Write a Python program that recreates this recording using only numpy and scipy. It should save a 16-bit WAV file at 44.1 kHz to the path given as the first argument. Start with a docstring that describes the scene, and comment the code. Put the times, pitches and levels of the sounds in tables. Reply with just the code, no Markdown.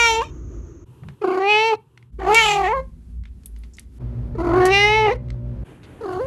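"""A cat close to a phone meows five times, trilling in all but the first call.
Vocal folds give a stack of partials shaped by throat, nose and opening mouth, with flutter and rasp.
Each call sits in another carpeted room, with hard cuts between; each room has its own rumble,
hiss and hum. Small ticks of tongue, lips and claws fall mostly between the calls; a short dull echo follows."""
import sys
import numpy as np
from scipy import signal
from scipy.fft import rfft, irfft
from scipy.io import wavfile
from scipy.ndimage import uniform_filter1d

SR = 44100
rng = np.random.default_rng(int(sys.argv[2]) if len(sys.argv) > 2 else 0)


def boost_factor(decibels):
    """Convert a level in decibels to a linear amplitude factor."""
    exponent = np.asarray(decibels, float) / 20
    return 10 ** exponent


def transcribe(u):
    """Save the signal u as a 16-bit wav file named by the first command-line argument.

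    u: samples, shape (n,) or (channels, n), limited to [-1, 1]; the rate is SR.
    q: integer samples, one column per channel.
    """
    v = np.clip(np.atleast_2d(u).T, -1, 1)
    q = np.round(v * 32767).astype(np.int16)
    wavfile.write(sys.argv[1], SR, q)


N = 276066
T = np.arange(N) / SR


def colour(points, hz):
    """dB of a spectrum at the given frequencies, interpolated over log frequency."""
    f, db = np.transpose(points)
    return np.interp(np.log(np.maximum(hz, 1)), np.log(f), db)


def noise(points, size):
    """Noise of the given spectrum, rms 1."""
    gain = boost_factor(colour(points, np.fft.rfftfreq(size, 1 / SR)))
    y = irfft(rfft(rng.standard_normal(size)) * gain, size)
    return y / np.std(y)


def walk(rate_hz, size):
    """Smooth random curve changing about rate_hz times a second, spread 1."""
    k = int(SR / rate_hz)
    y = uniform_filter1d(uniform_filter1d(rng.standard_normal(size), k), k)
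    return y / np.std(y)


def fade(t, start_s, end_s, rise_s, fall_s):
    """Linear gate from start to end."""
    return np.clip((t - start_s) / rise_s, 0, 1) * np.clip((end_s - t) / fall_s, 0, 1)


def tone(rows):
    """Low sine following rows of (time_s, pitch_hz, level_db), wavering in both."""
    s, hz, db = np.transpose(rows)
    pitch_hz = np.interp(T, s, hz) + 1.9 * walk(15, N)
    phase = 2 * np.pi * np.cumsum(pitch_hz) / SR
    level = np.sqrt(2) * boost_factor(np.interp(T, s, db) + 2.9 * walk(14, N))
    return level * np.sin(phase) * fade(T, s[0] - .02, s[-1] + 0.0199, 0.026, 0.023)


BEATING_HZ, BEATS_PER_S, WEAKER_RATIO = 57.2, 2.35, .6


def beating(start_s, end_s, first_db, last_db, crest_s):
    """Rows for tone(): a hum whose level beats as two unequal motors drift in and out of step."""
    s = np.arange(start_s, end_s, .01)
    beat = np.abs(1 + WEAKER_RATIO * np.exp(2j * np.pi * BEATS_PER_S * (s - crest_s)))
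    level_db = np.interp(s, [start_s, end_s], [first_db, last_db]) + 20 * np.log10(beat)
    return np.c_[s, BEATING_HZ + 0 * s, level_db]


# rooms: start_s, end_s
ROOM_SPANS = [(0, .845), (.85, 2.11), (2.112, 3.987), (3.988, 5.636), (5.64, 6.3)]
# cut-off time per room: fall_s
CUT_S = [.003, .003, .0003, .001, .001]
# steady noise spectrum per room: freq_hz, relative_db
ROOM_NOISE = [
    [(15, -47.5), (25, -18), (55, -5), (155, -15), (201, -26), (339, -15), (543, -34), (651, -35),
     (742, -44.5), (1220, -37), (1580, -45.5), (4980, -64.5), (6470, -39.5), (8840, -83), (12700, -65),
     (16600, -99.5), (22000, -120)],
    [(15, -46), (25, -20.5), (129, -0.5), (298, -21), (377, -14.5), (651, -40.5), (963, -27), (2160, -47),
     (2730, -38), (4850, -52), (11800, -48), (12700, -51), (16600, -85.5), (22000, -120)],
    [(15, -51.5), (25, -17.5), (42, -1.5), (64, -2), (136, -16.5), (236, -20), (306, -41), (348, -39),
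     (587, -56), (5390, -68.5), (10900, -68), (12700, -72.5), (16600, -104), (22000, -120)],
    [(15, -18), (25, -19), (48, 5.5), (85, -8.5), (123, 5.5), (151, -13.5), (242, -14.5), (290, -25),
     (358, -23.5), (4370, -59), (7370, -66.5), (12700, -67), (16600, -101), (22000, -120)],
    [(15, -38), (25, -9), (123, -1.5), (212, -12.5), (298, -3.5), (515, -15.5), (1280, -25), (1460, -24),
     (3040, -30.5), (4980, -46), (11200, -40.5), (12700, -52), (16600, -87.5), (22000, -120)],
]
# noise levels per room: rumble_first_db, rumble_last_db (both at 68-104 Hz), hiss_first_db, hiss_last_db
ROOM_DB = [(-47, -44.5, -46, -49), (-62, -64, -59, -66), (-47, -49.5, -60, -57.5), (-43, -45, -48.5, -51.5),
           (-52, -50, -48.5, -49.5)]
# appliance tones per room: freq_hz, level_db, waver_db; motors near 53 and 59 Hz beat in the fourth
HUM = [
    [(352, -53, 4.)],
    [(120, -54, 4.5)],
    [],
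    [(53, -37.5, 1.5), (59.5, -33, 0.6), (105, -55, 6), (120, -58, 1.5), (120.2, -32.5, 0), (180, -48, 1.1),
     (237.8, -44, 1.6), (305, -57.5, 1), (361, -53, 2.1), (534, -60, 3.), (590, -60.5, 4.5)],
    [(118.5, -56.5, 3.)],
]
# motor hum of the first and third rooms: start_s, end_s, first_db, last_db, crest_s
BEATING_HUM = [(0, .845, -38, -38.5, .05), (2.112, 3.987, -35, -42, 2.31)]
# low passing tone: time_s, pitch_hz, level_db
DRONE = [(2.2, 157, -44), (2.3, 152, -42.5), (2.7, 152.6, -42.5), (2.85, 159.4, -48.5), (3.1, 159.6, -58.5)]
IN_STEP_S = 4.24  # appliance tones all crest here
RUMBLE_WALK_DB, HISS_WALK_DB = 2.5, 2
# a soft shuffle lifts the second room's noise
SHUFFLE_S, SHUFFLE_LENGTH_S, SHUFFLE_DB, SHUFFLE_HISS_DB = 1.08, .07, 17, 6


def rooms():
    """Rumble and hiss as split noise, appliance tones as sines; each room but the first fades in."""
    out = np.zeros(N)
    low = signal.butter(4, 260, fs=SR, output="sos")
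    gauge = signal.butter(4, [68, 104], "band", fs=SR, output="sos")
    shuffle = np.exp(-((T - SHUFFLE_S) / SHUFFLE_LENGTH_S) ** 2)
    swelling = sum(tone(rows) for rows in [beating(*hum) for hum in BEATING_HUM] + [DRONE])
    for room, ((start, end), points, levels) in enumerate(zip(ROOM_SPANS, ROOM_NOISE, ROOM_DB)):
        inside = (T >= start) & (T < end)
        t = T[inside]
        air = noise(points, len(t))
        rumble = signal.sosfiltfilt(low, air)
        hiss = air - rumble
        rumble_db = np.interp(t, [start, end], levels[:2]) + SHUFFLE_DB * shuffle[inside]
        rumble_db += RUMBLE_WALK_DB * walk(5, len(t))
        hiss_db = np.interp(t, [start, end], levels[2:]) + SHUFFLE_HISS_DB * shuffle[inside]
        hiss_db += HISS_WALK_DB * walk(12, len(t))
        sound = swelling[inside]
        for hz, db, waver_db in HUM[room]:
            level = np.sqrt(2) * boost_factor(db + waver_db * walk(8, len(t)))
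            sound += level * np.cos(2 * np.pi * hz * (t - IN_STEP_S))
        sound += boost_factor(rumble_db) * rumble / np.std(signal.sosfiltfilt(gauge, air))
        sound += boost_factor(hiss_db) * hiss / np.std(hiss)
        out[inside] = sound * fade(t, start - (room == 0), end, 0.022, CUT_S[room])
    return out


# echo per call: send_db
ECHO_DB = [-24, -27.5, -26.5, -25.5, -28]
ECHO_T60_S, SEND_WALK_HZ, TICK_ECHO_DB = .24, 45, -26


def echo(calls, clicks):
    """Walls as a decaying noise tail; calls are randomly modulated first, so their tails sound diffuse."""
    t = T[:SR // 2]
    tail = noise([(150, -6.5), (500, 0.5), (3000, -4), (12000, -20.5)], len(t))
    tail = tail * boost_factor(-60 * t / ECHO_T60_S) * (t > .004)
    sent = sum(boost_factor(db) * call for db, call in zip(ECHO_DB, calls)) * walk(SEND_WALK_HZ, N)
    sent = sent + boost_factor(TICK_ECHO_DB) * clicks
    return signal.fftconvolve(sent, tail / np.sqrt(np.sum(tail ** 2)))[:N]


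# ticks of tongue, lips and claws: start_s, level_db, centre_hz, width_hz, rustle_db (against level)
TICKS = [(1.034, -40, 1000, 1000, -9), (1.0859, -29, 1370, 2202, -13), (1.9754, -34, 2480, 2539, -21.5),
         (2.0263, -44, 2210, 2000, -16.5), (2.345, -11.5, 5500, 8020, -12),
         (3.2364, -44.5, 2500, 2990, -19.5), (3.2542, -38.5, 2370, 2600, -12),
         (3.4336, -44, 3974, 4996, -20), (3.4578, -24.5, 10500, 2996, -16),
         (3.4589, -37, 5850, 7130, -23.5), (3.5622, -44.5, 3000, 4000, -14), (3.5863, -49, 10500, 3000, -9),
         (3.6355, -41.5, 2774, 3570, -13.5), (3.7354, -48, 6460, 2000, -3), (3.7681, -38, 6530, 3950, -13),
         (3.7845, -29.5, 2630, 2335, -14), (3.7944, -29, 7670, 6890, -12), (4.654, -22, 6027, 8910, -4),
         (5.2852, -42, 2000, 2525, -22), (5.3034, -30.5, 3010, 3503, -19), (5.8322, -49, 2795, 2600, 4),
         (6.123, -49.5, 6000, 9000, 2)]
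SNAP_DECAY_S, SNAP_RISE_S, RUSTLE_T60_S = 0.0017, 0.0015, 0.12
KNOCK_HZ, KNOCK_DB, KNOCK_T60_S = 2100, -5.5, 0.02


def ticks():
    """Band noise as a sharp snap and short rustle; a damped knock rings in ticks centred at 1.8-3.3 kHz."""
    out, t = np.zeros(N + SR), T[:SR // 4]
    knock = boost_factor(KNOCK_DB - 60 * t / KNOCK_T60_S) * np.sin(2 * np.pi * KNOCK_HZ * t)
    snap = np.exp(-t / SNAP_DECAY_S) * np.minimum(t / SNAP_RISE_S, 1) * 1.5
    for s, db, hz, width_hz, rustle_db in TICKS:
        band_hz = [max(hz - width_hz / 2, 500), min(hz + width_hz / 2, 15000)]
        sos = signal.butter(2, band_hz, "band", fs=SR, output="sos")
        grain = signal.sosfilt(sos, rng.standard_normal(len(t)))
        rustle = boost_factor(rustle_db - 60 * t / RUSTLE_T60_S + 3.5 * walk(60, len(t)))
        click = (snap + rustle) * grain / np.std(grain) / 2 + knock * (1800 < hz < 3300)
        i = int(s * SR)
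        out[i:i + len(t)] += boost_factor(db) * click
    return out[:N]


# the jaw raises the throat resonance
THROAT_SHUT_HZ, THROAT_WIDE_HZ, THROAT_Q, THROAT_TOP_HZ = 330, 1320, 2.3, 1750
FOLD_TILT_DB_PER_OCT = 3
# the nose swallows this band; the notch fills over the last part of the jaw's drop
NOTCH_HZ, NOTCH_WIDTH_HZ, NOTCH_DB, NOTCH_GONE_JAW = 1520, 420, -22, 0.36


def throat(k, hz, jaw):
    """Gain of partial k: fold tilt, throat resonance with a steep top, nasal notch."""
    ratio = k * hz / (THROAT_SHUT_HZ * (THROAT_WIDE_HZ / THROAT_SHUT_HZ) ** jaw)
    notch_db = NOTCH_DB * np.clip((1 - jaw) / NOTCH_GONE_JAW, 0, 1)
    notch_db = notch_db / (1 + (2 * (k * hz - NOTCH_HZ) / NOTCH_WIDTH_HZ) ** 2)
    top = np.hypot(1, (k * hz / THROAT_TOP_HZ) ** 6)
    tilt_db = FOLD_TILT_DB_PER_OCT * np.log2(k)
    return boost_factor(tilt_db + notch_db) / np.hypot(1 - ratio ** 2, ratio / THROAT_Q) / top


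# trills: first_s, last_s, period_ms, first_depth_db, last_depth_db
TRILLS = [(1.234, 1.4, 32.5, 13, 5), (2.209, 2.3, 18, 8, 3), (2.449, 2.63, 25.5, 3.5, 5),
          (4.441, 4.6, 22.1, 11, 6), (6.028, 6.149, 23.6, 10, 6)]
# single catches of the voice: time_s, depth_db, length_ms
CATCHES = [(2.3383, 5, 7.5), (4.368, 8, 14), (4.429, 10.5, 10.6), (5.1102, 3.5, 9.8), (5.1429, 13, 4.2)]
TRILL_DUTY, TRILL_SCATTER = .42, .3  # share of the period; unevenness of depth


def falter(t):
    """Depth in dB by which the folds falter: bell-shaped dips, steady in trills, single in catches."""
    db = sum(depth * np.exp(-(2 * (t - at) * 1000 / ms) ** 2) for at, depth, ms in CATCHES)
    uneven = np.maximum(1 + TRILL_SCATTER * walk(40, len(t)), 0)
    for first, last, ms, *depths in TRILLS:
        beat = (t - first) * 1000 / ms
        within = (beat > -.5) & (t < last + ms / 2000)
        dip = np.exp(-(2 * (beat - np.round(beat)) / TRILL_DUTY) ** 2)
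        db = db + within * uneven * np.interp(t, [first, last], depths) * dip
    return db


# upper tract, lips shut: freq_hz, relative_db
NOSE = [(1650, -32.5), (2800, -2), (3080, -11), (3770, -13.5), (4340, -1.5), (4890, -15), (6300, -14.5),
        (6420, -12), (8070, -24.5), (9890, -18), (12700, -26), (16600, -56), (22000, -120)]
SHUT_DB, OPEN_DB = -23.5, -8  # mouth level at which the lips count as shut, open
MOUTH_OPEN_WIDTH_HZ, MOUTH_SKIRT, SHUT_WIDEN = 415, 1.96, 0.44
# second resonance, offset above the mouth's; shut lips lower it further
SECOND_ABOVE_HZ, SECOND_DB, SECOND_SHUT_DB = 650, -15, -14
NASAL_HZ, NASAL_WIDTH_HZ, NASAL_DB = 1080, 760, -14.5  # rings behind shut lips
FLUTTER_LIFT_PER_DB, JITTER, SHIMMER_DB = .012, .015, 3  # the last two at full hoarseness
RASP_HZ, AIR_HZ, RASP_GROWTH, RASP_START = 248, 550, 0.34, .75  # smear rates; growth per partial
FALTER_BASE, FALTER_GROWTH = 0.64, 0.05  # share of the falter depth; growth per partial


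def meow(start, end, rows, rasp, bright, treble):
    """Partials of the folds through throat and mouth; they falter in trills and smear into rasp if hoarse."""
    inside = (T >= start) & (T <= end)
    t = T[inside]
    size = len(t)
    s, *columns = np.transpose(rows)
    hz, level_db, jaw, mouth_hz, mouth_db = (np.interp(t, s, c) for c in columns)
    hoarse = np.interp(t, *np.transpose(rasp))
    treble_db = np.interp(t, *np.transpose(bright))
    opening = np.clip((mouth_db - SHUT_DB) / (OPEN_DB - SHUT_DB), 0, 1)
    shut = 1 - opening
    falter_db = falter(t)
    low = np.hypot(throat(1, hz, jaw), throat(2.02, hz, jaw))  # reference for level_db
    pitch_hz = hz * (1 + FLUTTER_LIFT_PER_DB * falter_db + JITTER * hoarse * walk(150, size))
    phase = 2 * np.pi * np.cumsum(pitch_hz) / SR
    shimmer = boost_factor(SHIMMER_DB * hoarse * walk(220, size))
    width_hz = MOUTH_OPEN_WIDTH_HZ * (1 + SHUT_WIDEN * shut)
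    resonances = ((0, 0), (SECOND_ABOVE_HZ, SECOND_DB + SECOND_SHUT_DB * shut))
    voice = 0
    for k in range(1, 36):
        f = k * hz
        mouth = 0
        for above_hz, db in resonances:
            detune = 2 * (f - mouth_hz - above_hz) / width_hz
            mouth = mouth + boost_factor(mouth_db + db) / (1 + detune ** 2) ** (MOUTH_SKIRT / 2)
        if k < 5:
            nasal = shut * boost_factor(NASAL_DB) / (1 + (2 * (f - NASAL_HZ) / NASAL_WIDTH_HZ) ** 4)
            gain = throat(k, hz, jaw) / low + (mouth + nasal) * (k > 2)
        else:
            upper_db = treble_db + opening * colour(treble, f) + shut * colour(NOSE, f)
            upper = boost_factor(upper_db) * (f > 2700) * (f < 15500)
            gain = (mouth + upper) * boost_factor(1.6 * walk(25, size))
        # uneven cycles smear high partials first; behind shut lips the treble is only air
        clear = (1 - hoarse) ** (RASP_GROWTH * max(k - RASP_START, 0)) * (opening if k > 7 else 1)
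        rate_hz = RASP_HZ if k < 8 else AIR_HZ
        smear = (walk(rate_hz, size) + 1j * walk(rate_hz, size)) / np.sqrt(2)
        carrier = np.exp(1j * (k * phase + .35 * k ** 2))
        partial = (np.sqrt(clear) + np.sqrt(1 - clear) * smear) * carrier
        dip = boost_factor(-falter_db * (FALTER_BASE + FALTER_GROWTH * min(k - 1, 5)))
        voice = voice + gain * dip * partial.imag
    out = np.zeros(N)
    out[inside] = -np.sqrt(2) * boost_factor(level_db) * shimmer * voice
    # no fade-in on the first call, no fade-out on the last
    return out * fade(T, start - (start < .01), end + (end > 6.2), .006, .01)


# calls: start_s, end_s
CALL_SPANS = [(0, .31), (1.21, 1.765), (2.185, 2.86), (4.345, 5.17), (6.006, 6.26)]
# voice per call: time_s, pitch_hz, level_db, jaw_drop (0-1), mouth_hz, mouth_db (against level)
VOICE = [
    [(0, 472, -20.5, 0.96, 2300, 1.5), (.064, 463.2, -21, 0.97, 2290, 2.5),
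     (.098, 452.5, -19.5, .72, 2370, -4.5), (.154, 444.4, -20.5, .68, 2530, -3),
     (.208, 459.8, -20.5, 0.61, 2570, -11.5), (.228, 569, -27.5, 0.95, 2530, -16),
     (.25, 616, -48, 0.83, 2460, 3.5), (.31, 618, -64.5, 0.8, 2320, 2)],
    [(1.21, 444, -52.5, .1, 2460, -13), (1.22, 410, -25.5, 0.3, 2400, -20),
     (1.25, 368, -15, 0.23, 2420, -31), (1.26, 358.5, -18, 0.18, 2430, -25.5),
     (1.38, 363.3, -18.5, 0.22, 1950, -23.5), (1.43, 390.3, -19.5, 0.41, 1940, -12),
     (1.468, 400.2, -17.5, .48, 2310, -11), (1.5, 419.7, -18, .6, 2510, -1.5),
     (1.554, 424.5, -17.5, 0.55, 2390, 3.5), (1.682, 454.9, -18.5, 0.6, 2480, -4),
     (1.715, 442, -17.5, 0.54, 2450, -11.5), (1.74, 423.3, -17, 0.46, 2410, -21),
     (1.765, 431.6, -45.5, 0.4, 2390, -13)],
    [(2.185, 379.8, -39, .1, 1880, -20), (2.209, 372, -27.5, 0.45, 1850, -15),
     (2.263, 355, -21.5, 0.41, 2000, -17), (2.283, 385, -14, .5, 2150, -21),
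     (2.309, 416.8, -12, .55, 2270, -23.5), (2.342, 435, -13, 0.5, 2348, -10.5),
     (2.352, 452.7, -19, 0.87, 2360, 2), (2.388, 460.9, -22, 0.92, 2220, 12),
     (2.435, 433, -20, .8, 2350, 1.5), (2.464, 416.1, -19, 0.79, 2440, -0.3),
     (2.514, 405, -18.5, 0.68, 2300, -2), (2.604, 387, -17.5, 0.57, 2150, -17.5),
     (2.655, 365.6, -18, .65, 1970, -8.5), (2.672, 376.3, -20.5, 0.53, 1920, -6.5),
     (2.688, 425.2, -20, .65, 1980, -10), (2.72, 448.7, -19, 0.61, 2130, -12.5),
     (2.743, 550, -20, 0.8, 2170, -26.5), (2.783, 525.4, -23, 0.73, 2160, -26),
     (2.803, 526.5, -26.5, 0.58, 2160, -27.5), (2.817, 533.5, -40, 0.17, 2150, -23),
     (2.86, 535, -55, 0.3, 2150, -21)],
    [(4.345, 465.8, -49.5, .15, 2010, -12), (4.355, 438.5, -28, 0, 2020, -38),
     (4.378, 379.8, -44, .05, 2060, -17), (4.386, 328.6, -25, 0.18, 2060, -28),
     (4.485, 331.2, -17, 0.16, 1910, -24.5), (4.513, 322.4, -18, 0.19, 1980, -24.5),
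     (4.561, 356.7, -13, .25, 1870, -24), (4.7, 374.8, -14, 0.27, 1900, -12.5),
     (4.718, 392.3, -16, 0.36, 2180, -5.5), (4.74, 394.2, -19, 0.49, 2170, 3),
     (4.828, 411.2, -20.5, .45, 2100, 4), (4.926, 429, -16, .58, 2310, -2),
     (4.98, 439, -16.5, 0.59, 2280, -4.5), (5.06, 428, -14.5, 0.53, 2250, -11),
     (5.095, 393, -16.5, 0.43, 2000, -10.5), (5.127, 510.8, -20.5, 0.5, 2000, -13),
     (5.17, 425.5, -40, .05, 2020, -22)],
    [(6.008, 450.7, -30.5, .05, 2010, -35), (6.036, 440.2, -27.5, .3, 1900, -38),
     (6.058, 364, -26, 0.22, 1850, -32), (6.136, 349, -27, 0.26, 1800, -22),
     (6.19, 380, -24.5, .28, 1980, -42), (6.211, 504.3, -21.5, 0.4, 2050, -54),
     (6.26, 540.2, -26, 0.4, 2110, -38)],
]
# break-up into rasp per call: time_s, hoarseness (0-1)
HOARSE = [
    [(0, .015), (.19, .03), (.22, .5), (.25, .95)],
    [(1.21, .45), (1.37, .35), (1.44, .02), (1.71, .015), (1.75, .6)],
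    [(2.19, .9), (2.27, .55), (2.36, .04), (2.45, .15), (2.55, .12), (2.79, .13), (2.82, .5)],
    [(4.345, .6), (4.54, .55), (4.61, .25), (4.68, .15), (4.73, .012), (5.05, .02), (5.075, .45),
     (5.14, .7)],
    [(6.0, .8), (6.06, .6), (6.16, .4), (6.22, .1)],
]
# treble against the call's level, per call: time_s, relative_db
TREBLE_LEVEL = [
    [(0, -9.5), (.064, -8.5), (.154, -14.5), (.205, -30), (.25, -6)],
    [(1.21, -30), (1.244, -37), (1.38, -32), (1.468, -31), (1.5, -20), (1.554, -19), (1.682, -15),
     (1.74, -32.5), (1.765, -17)],
    [(2.185, -30), (2.309, -29.5), (2.342, -22), (2.352, -6), (2.388, -4), (2.514, -9.5), (2.604, -27.5),
     (2.67, -26), (2.743, -40), (2.783, -33)],
    [(4.345, -33.5), (4.385, -33.5), (4.561, -37.5), (4.7, -24.5), (4.74, -7), (4.828, -6.5),
     (4.926, -17.5), (4.98, -18), (5.06, -29), (5.127, -24)],
    [(6.008, -30), (6.058, -32.5), (6.136, -27), (6.19, -34), (6.26, -36.5)],
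]
# upper tract, mouth open, per call: freq_hz, relative_db
TREBLE = [
    [(1650, -29), (2800, -2), (3720, -3), (5240, -18), (5550, -1.5), (6760, -11.5), (7110, -4.5),
     (7530, -17.5), (8330, -17.5), (8650, -32), (9640, -26.5), (11200, -23.5), (12700, -30), (16600, -59.5),
     (22000, -120)],
    [(1650, -40), (2800, -11.5), (3060, -7.5), (3630, -25), (3870, -5), (4450, -4.5), (4950, -18),
     (5700, -11), (6800, -26), (7770, -22), (8330, -39.5), (11300, -32.5), (12700, -50), (16600, -80.5),
     (22000, -120)],
    [(1650, -31), (2800, -2.5), (3220, -5.5), (4500, -13.5), (4830, -18.5), (7290, -9), (8880, -35),
     (9890, -22), (10500, -30), (11400, -25.5), (12700, -37.5), (16600, -70), (22000, -120)],
    [(1650, -38), (2800, 1), (3260, -23.5), (3800, -2), (4650, -20.5), (4890, -13.5), (5350, -14),
     (5800, -10.5), (6670, -26.5), (7340, -39.5), (8650, -29.5), (9400, -37), (12700, -40.5), (16600, -72),
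     (22000, -120)],
    [(1650, -37), (2800, -13), (4650, -7), (4990, -15), (6340, -3), (12700, -17), (16600, -47),
     (22000, -120)],
]


def cat():
    """The five calls as separate signals, each with its own course of pitch, mouth and rasp."""
    shapes = zip(CALL_SPANS, VOICE, HOARSE, TREBLE_LEVEL, TREBLE)
    return [meow(*span, *shape) for span, *shape in shapes]


def scene():
    """Cat and ticks with their echo, over the rooms."""
    calls = cat()
    clicks = ticks()
    return (sum(calls) + clicks + echo(calls, clicks) + rooms())[None]


def roll_off(x):
    """The treble ends steeply here."""
    return signal.sosfilt(signal.butter(12, 12890, fs=SR, output="sos"), x)


def record(dry):
    """The phone's microphone drops the deepest bass and rounds the loudest peaks towards full scale."""
    heard = signal.sosfilt(signal.butter(2, 42, "high", fs=SR, output="sos"), dry)
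    return roll_off(np.tanh(heard))


dry = scene()
out = record(dry)
transcribe(out)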